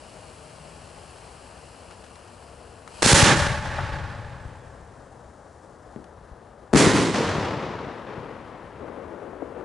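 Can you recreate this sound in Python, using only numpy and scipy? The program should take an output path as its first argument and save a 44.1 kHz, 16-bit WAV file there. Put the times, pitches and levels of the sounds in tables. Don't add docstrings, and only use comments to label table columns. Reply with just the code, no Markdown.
import sys
import numpy as np
from scipy import signal
from scipy.fft import rfft, irfft, next_fast_len
from scipy.io import wavfile
from scipy.ndimage import uniform_filter1d

SR = 44100
rng = np.random.default_rng(int(sys.argv[2]) if len(sys.argv) > 2 else 0)


def int16_out(signal):
    q = np.round(np.clip(np.atleast_2d(signal).T, -1, 1) * 32767)
    wavfile.write(sys.argv[1], SR, q.astype(np.int16))


N = 425124
TIME_S = np.arange(N) / SR
FFT_SIZE = next_fast_len(N, True)
FREQ_HZ = np.maximum(np.fft.rfftfreq(FFT_SIZE, 1 / SR), 1)
BOOM_HZ, BODY_HZ, CRACK_HZ = (30, 200), (200, 2000), (3000, 7000)
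HISS_HZ, FULL_HZ = (2200, 11000), (20, 11000)
SHOT_S, BURST_S = 3.02, 6.735

# start_s, level_db, time_scale_s, pan_db
SHOCKS = [(3.0222, -17.5, 0.00097, -5), (3.0286, -1.5, 0.00082, 6), (3.0612, 0, .0015, 3.5),
          (3.1183, -6, 0.0012, 4), (3.1278, 3, .0003, 3), (3.1305, 5.5, 0.0027, 0.5),
          (3.1329, -1, .0003, -2.5), (3.2266, -0.5, 0.003, 8), (3.468, -18.5, .004, 6),
          (4.453, -31, 0.005, 5), (5.9611, -28, .0016, 8), (6.314, -38, 0.0063, 6),
          (6.7313, -13, 0.0011, 6), (6.7359, -1.5, 0.0012, 5), (6.7471, 0.5, 0.0016, 9),
          (6.7627, 1, 0.0012, 9), (6.85, -14, 0.0011, 0), (6.87, -8.5, 0.002, 9), (7.382, -16, 0.002, 4),
          (7.869, -29, 0.0027, 4), (8.178, -28.5, 0.0027, 5)]


def shocks(slowing=0.52, fade=3.94, snap_decay_s=0.0024, snap_loss_db_per_s=50.5):
    out, t = np.zeros((2, N)), TIME_S[:SR // 10]
    air = signal.butter(6, 10000, fs=SR, output="sos")
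    for start_s, level_db, time_scale_s, pan_db in SHOCKS:
        age = t / time_scale_s
        swings = -np.cos(np.pi * np.log1p(age) / slowing)
        wave = swings * np.exp(-(age / fade) ** 4.7) * (1 - np.exp(-age * 14))
        bang_s, first_snap_db = (BURST_S, -14) if start_s > BURST_S - 0.1 else (SHOT_S, 5)
        snap_db = first_snap_db - snap_loss_db_per_s * (start_s - bang_s)
        noise = rng.standard_normal(len(t)) + 0.58 * rng.standard_normal((2, len(t)))
        snap = from_db(snap_db) * signal.sosfilt(air, noise) * np.exp(-t / snap_decay_s)
        at = round(start_s * SR)
        out[:, at:at + len(t)] += from_db(level_db) * panned(pan_db) * (wave + snap)
    return out


# pitch_hz, width_hz, lift_db
TUBE_MODES = [(109, 80, 4), (576, 97, 13), (845, 125, 15), (1120, 110, 6), (1676, 360, 8)]


def tube_ring_db():
    return sum(lift_db / (1 + (2 * (FREQ_HZ - pitch_hz) / width_hz) ** 2)
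               for pitch_hz, width_hz, lift_db in TUBE_MODES)


# freq_hz, level_db
ROAR_SPECTRUM = [(18, -39), (30, -24), (106, -3), (567, -9.5), (709, -20), (782, -12.5), (1640, -10.5),
                 (2210, -13), (7050, -19), (11000, -28), (14300, -58), (22000, -120)]
# freq_hz, pan_db
ROAR_PAN = [(100, 6), (400, -1), (1200, -3.5), (8000, -3.5)]


def mortar_roar(hold_s=0.3, build_db_per_s=15, boom_db_per_s=7.5, jet_peak_s=0.078):
    jet = scatter(at_hz(ROAR_SPECTRUM) + 0.55 * tube_ring_db(), ROAR_PAN, grain_db=0.5, grain_s=0.0036)
    age_s = np.clip(TIME_S - SHOT_S, 0, hold_s)
    muzzle_open = np.interp(age_s, [0, 0.045], [0.56, 1])
    gate = swell(SHOT_S, attack_s=0.003, hold_s=hold_s, fall_db_per_s=262)
    flow = muzzle_open * from_db(-20 + build_db_per_s * age_s) * gate
    crack_db = -15.5 * ((age_s - jet_peak_s) / hold_s) ** 2
    return shape_bands(jet, flow, boom_db=-7 + boom_db_per_s * age_s, crack_db=crack_db)


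# freq_hz, level_db
STREET_SPECTRUM = [(30, -3), (60, -2), (125, 0), (200, -9), (330, -15), (700, -18), (1400, -13),
                   (2200, -18), (4500, -27.5), (11000, -48.5)]
# freq_hz, pan_db
STREET_PAN = [(100, 5.5), (400, 1), (3000, -1), (8000, 1.5)]


def street_echo():
    echoes = scatter(at_hz(STREET_SPECTRUM) + tube_ring_db(), STREET_PAN, grain_db=1.5, grain_s=0.007)
    boom_db = settling_db("street", first_db=1.5, last_db=11.5, settle_s=2.2)
    crack_db = settling_db("street", first_db=-2.5, last_db=-17.5, settle_s=0.52)
    return shape_bands(echoes, echo_waves("street", attack_s=0.019), boom_db, crack_db)


# freq_hz, level_db
NEAR_SPECTRUM = [(18, -62), (30, -30), (106, 0), (257, -0.5), (440, -6), (709, -17.5), (977, -13),
                 (1250, -17), (2000, -17.5), (2760, -22), (7590, -24), (11000, -32), (14300, -67),
                 (22000, -120)]
# freq_hz, pan_db
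NEAR_PAN = [(100, 7.5), (400, -1), (1200, -2), (8000, -1)]


def near_echo():
    echoes = scatter(at_hz(NEAR_SPECTRUM), NEAR_PAN, grain_db=1.5, grain_s=0.0016)
    boom_db = settling_db("near walls", first_db=-9.5, last_db=-13, settle_s=0.2)
    rustle_db = settling_db("near walls", first_db=-5.5, last_db=-15, settle_s=0.098)
    onset_db = settling_db("near walls", first_db=-26, last_db=0, settle_s=0.011)
    return shape_bands(echoes, echo_waves("near walls", attack_s=0.0059), boom_db, rustle_db + onset_db)


# freq_hz, level_db
ROLL_SPECTRUM = [(18, -53), (30, -21), (111, 3), (314, -3.5), (401, -4.5), (443, -1), (709, -9), (977, -7),
                 (5790, -29), (11000, -49.5), (14300, -74), (22000, -120)]
# freq_hz, pan_db
ROLL_PAN = [(100, 1.5), (400, 1), (8000, 0.5)]


def neighbourhood_echo():
    echoes = scatter(at_hz(ROLL_SPECTRUM), ROLL_PAN, grain_db=1.5, grain_s=0.005)
    boom_db = settling_db("neighbourhood", first_db=-4, last_db=-12.5, settle_s=0.6)
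    crack_db = settling_db("neighbourhood", first_db=-7.5, last_db=-30.5, settle_s=0.75)
    drift = panned(np.interp(TIME_S, [7.3, 8.2], [0, 5]))
    return drift * shape_bands(echoes, echo_waves("neighbourhood", attack_s=0.01), boom_db, crack_db)


# freq_hz, level_db
FAR_SPECTRUM = [(35, -39), (60, -11), (135, -12), (335, -1), (553, -0.5), (716, -10.5), (815, -9),
                (1590, -18), (5000, -50.5), (6500, -79), (11000, -120)]
# freq_hz, pan_db
FAR_PAN = [(100, 2.1), (400, 13), (3000, 9.4)]


def far_echo():
    lumps = scatter(at_hz(FAR_SPECTRUM), FAR_PAN, grain_db=1.5, grain_s=0.006)
    return echo_waves("far buildings", attack_s=0.024) * unit_noise(lumps, BODY_HZ)


# start_s, level_db, pitch_hz, decay_s, pan_db
SLAPS = [(3.784, -25, 1040, 0.011, 2.5), (5.966, -37.5, 260, 0.015, 10), (7.205, -20.5, 396, 0.011, -2),
         (9.2191, -29, 530, 0.0021, 8), (9.331, -33, 550, 0.0032, 12), (9.419, -22, 407, 0.0035, 14)]


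def slaps(edge_ratio=1.57):
    out, t = np.zeros((2, N)), TIME_S[:SR // 6]
    for start_s, level_db, pitch_hz, decay_s, pan_db in SLAPS:
        edges_hz = [pitch_hz / edge_ratio, pitch_hz * edge_ratio]
        arrivals = rng.standard_normal(len(t)) * np.exp(-t / (2 * decay_s))
        clap = signal.sosfilt(signal.butter(3, edges_hz, "band", fs=SR, output="sos"), arrivals)
        clap /= np.sqrt(np.sum(clap ** 2) / (decay_s * SR))
        at = round(start_s * SR)
        out[:, at:at + len(t)] += from_db(level_db) * panned(pan_db) * clap
    return out


# freq_hz, level_db
FUSE_SPECTRUM = [(160, 7), (300, -18), (620, 1), (1300, -2.5), (1950, -8), (2850, -0.5), (3650, -12.5),
                 (4200, -5.5), (4900, -6), (6300, -12), (7900, -6.5), (11000, -11)]
# freq_hz, pan_db
FUSE_PAN = [(1200, 22), (3000, -0.5), (8000, -0.5)]


def fuse(burn_db=-54, even_s=1.24, fade_db_per_s=3, flare_db=-46.5, flare_s=0.17, low_cut_hz=130):
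    burn = from_db(burn_db - fade_db_per_s * np.maximum(TIME_S - even_s, 0))
    flare = from_db(flare_db) * np.clip(1 + (TIME_S - SHOT_S) / flare_s, 0, 1)
    jet = scatter(at_hz(FUSE_SPECTRUM), FUSE_PAN, grain_db=1, grain_s=0.002)
    jet /= 1 + (low_cut_hz / FREQ_HZ) ** 4
    return (TIME_S < SHOT_S) * np.hypot(burn, flare) * unit_noise(jet, HISS_HZ)


# start_s, relative_db
SPARKS = [(1.908, -34.5), (2.0413, -39), (2.0644, -46), (2.156, -39.5), (2.276, -39.5), (2.8765, -38.5),
          (5.9244, -51), (6.0412, -44)]


def sparks(t60_s=0.044, gain_db=-9):
    envelope = sum(from_db(relative_db - 60 * np.clip(TIME_S - start_s, 0, 1) / t60_s)
                   * (TIME_S >= start_s) for start_s, relative_db in SPARKS)
    spit = scatter(at_hz([(300, 2), (1500, 5), (11000, -9)]), FUSE_PAN, grain_db=5, grain_s=0.001)
    return from_db(gain_db) * envelope * unit_noise(spit, HISS_HZ)


def shell_trail(level_db=-64.5, end_s=6.2):
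    climb = swell(SHOT_S, attack_s=0.3, hold_s=0, fall_db_per_s=2.5)
    fade_out = np.clip((end_s - TIME_S) / 0.25, 0, 1)
    spectrum_db = at_hz([(2500, -22), (5000, -4), (8000, -2), (11000, -11)])
    fizz = scatter(spectrum_db, NIGHT_PAN, grain_db=2.5, grain_s=0.002)
    return from_db(level_db) * climb * fade_out * unit_noise(fizz, HISS_HZ)


# freq_hz, level_db
TRAFFIC_SPECTRUM = [(15, -38.5), (25, -14.5), (67, -0.5), (160, -10.5), (319, -12), (412, -11), (468, -8.5),
                    (819, -11.5), (1760, -22), (2330, -34.5), (7510, -40), (11000, -43), (14300, -72.5),
                    (22000, -120)]
# freq_hz, pan_db
NIGHT_PAN = [(120, 3.5), (400, 8), (1200, 7.5), (3000, 1), (8000, -0.5)]


def traffic_murmur(level_db=-47.5):
    murmur = scatter(at_hz(TRAFFIC_SPECTRUM), NIGHT_PAN, grain_db=0.9, grain_s=0.019)
    return from_db(level_db) * unit_noise(murmur, FULL_HZ)


# middle_s, half_length_s, pitch_hz, width_hz, level_db
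DRONES = [(.2, 0.58, 620, 50, -54.5), (0.693, 0.3, 153, 60, -51)]


def traffic_drones():
    out = np.zeros((2, N))
    for middle_s, half_length_s, pitch_hz, width_hz, level_db in DRONES:
        spectrum_db = -20 * np.log10(1 + (2 * (FREQ_HZ - pitch_hz) / width_hz) ** 2)
        drone = scatter(spectrum_db, NIGHT_PAN, grain_db=2.5, grain_s=0.037)
        envelope = np.exp(-((TIME_S - middle_s) / half_length_s) ** 2)
        out += from_db(level_db) * envelope * unit_noise(drone, FULL_HZ)
    return out


# reflectors, start_s, level_db, hold_s, fall_db_per_s
ECHOES = [("street", 3.353, -25.5, 0.05, 53), ("street", 3.634, -34.5, 0.21, 23.4),
          ("near walls", 6.742, -13.5, .09, 54), ("near walls", 6.94, -19, 0.045, 63),
          ("neighbourhood", 7.135, -25.5, 0.15, 16.7), ("neighbourhood", 8.06, -41, 0.12, 6.4),
          ("far buildings", 8.79, -39, 0.049, 4), ("far buildings", 9.54, -40, .08, 20)]


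def echo_waves(reflectors, attack_s):
    return np.sqrt(sum((from_db(level_db) * swell(start_s, attack_s, hold_s, fall_db_per_s)) ** 2
                       for name, start_s, level_db, hold_s, fall_db_per_s in ECHOES
                       if name == reflectors))


def settling_db(reflectors, first_db, last_db, settle_s):
    first_s = min(start_s for name, start_s, *_ in ECHOES if name == reflectors)
    return last_db + (first_db - last_db) * np.exp(-np.maximum(TIME_S - first_s, 0) / settle_s)


# freq_hz, coherence
COHERENCE = [(100, 1), (400, 0.96), (1200, 0.91), (3500, 0.91), (9000, 0.62)]


def scatter(spectrum_db, pan_table, grain_db, grain_s):
    mid, side = rfft(rng.standard_normal((2, FFT_SIZE)) * from_db(grain_db * wander(grain_s)))
    coherence = np.clip(at_hz(COHERENCE), 0, 1)
    stereo = np.sqrt(1 + coherence) * mid + np.sqrt(1 - coherence) * side * [[1], [-1]]
    subsonic_cut = FREQ_HZ ** 2 / (FREQ_HZ ** 2 + 20 ** 2)
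    return stereo * from_db(spectrum_db) * panned(at_hz(pan_table)) * subsonic_cut


def shape_bands(spectrum, envelope, boom_db, crack_db, boom_hz=200, air_hz=4500):
    active = envelope > 1e-5
    body_db = band_level_db(spectrum, BODY_HZ)
    boom_gain_db = boom_db[active] + body_db - band_level_db(spectrum, BOOM_HZ)
    crack_gain_db = crack_db[active] + body_db - band_level_db(spectrum, CRACK_HZ)
    octaves_hz = np.geomspace(75, 9600, 8)
    out = np.zeros((2, N))
    for centre_hz, weights in zip(octaves_hz, np.eye(len(octaves_hz))):
        band = irfft(spectrum * at_hz(list(zip(octaves_hz, weights))), FFT_SIZE)[:, :N]
        boom_share = 1 / (1 + (centre_hz / boom_hz) ** 4)
        crack_share = np.clip((centre_hz - 700) / air_hz, 0, 1.7)
        gain_db = boom_share * boom_gain_db + crack_share * crack_gain_db - body_db
        out[:, active] += band[:, active] * from_db(gain_db)
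    return out * envelope


def unit_noise(spectrum, band_hz):
    return irfft(spectrum, FFT_SIZE)[:, :N] / from_db(band_level_db(spectrum, band_hz))


def band_level_db(spectrum, band_hz):
    inside = spectrum.mean(axis=0)[(FREQ_HZ > band_hz[0]) & (FREQ_HZ < band_hz[1])]
    return 10 * np.log10(2 * np.sum(np.abs(inside) ** 2) / FFT_SIZE ** 2 + 1e-20)


def swell(start_s, attack_s, hold_s, fall_db_per_s):
    age_s = TIME_S - start_s
    falling_s = np.maximum(age_s - attack_s - hold_s, 0)
    return np.clip(age_s / attack_s, 0, 1) * from_db(-fall_db_per_s * falling_s)


def wander(step_s):
    knots = np.arange(0, FFT_SIZE, step_s * SR)
    turns = np.clip(rng.standard_normal(FFT_SIZE)[:len(knots)], -2, 2)
    return np.interp(np.arange(FFT_SIZE), knots, turns)


def at_hz(points):
    freq_hz, value = np.transpose(points)
    return np.interp(np.log(FREQ_HZ), np.log(freq_hz), value)


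def panned(pan_db):
    gains = from_db(np.array([[0.5], [-0.5]]) * pan_db)
    return gains / gains.mean(axis=0)


def from_db(db):
    return 10 ** (np.asarray(db) / 20)


def scene():
    traffic = traffic_murmur() + traffic_drones()
    launch = fuse() + sparks() + mortar_roar() + street_echo() + shell_trail()
    return traffic + launch + shocks() + near_echo() + neighbourhood_echo() + slaps() + far_echo()


def record(dry, threshold_db=-1.5, release_db_per_s=800, clip_level=0.53, cutoff_hz=11020):
    over_db = np.maximum(20 * np.log10(np.abs(dry).max(axis=0) + 1e-9) - threshold_db, 0)
    release_db = release_db_per_s * TIME_S
    duck_db = np.maximum.accumulate(over_db + release_db) - release_db
    limited = dry * from_db(-uniform_filter1d(duck_db, size=24))
    rounded = limited / (1 + (limited / clip_level) ** 4) ** (1 / 4)
    return signal.sosfilt(signal.ellip(12, 0.1, 85, cutoff_hz, fs=SR, output="sos"), rounded)


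dry = scene()
out = record(dry)
int16_out(out)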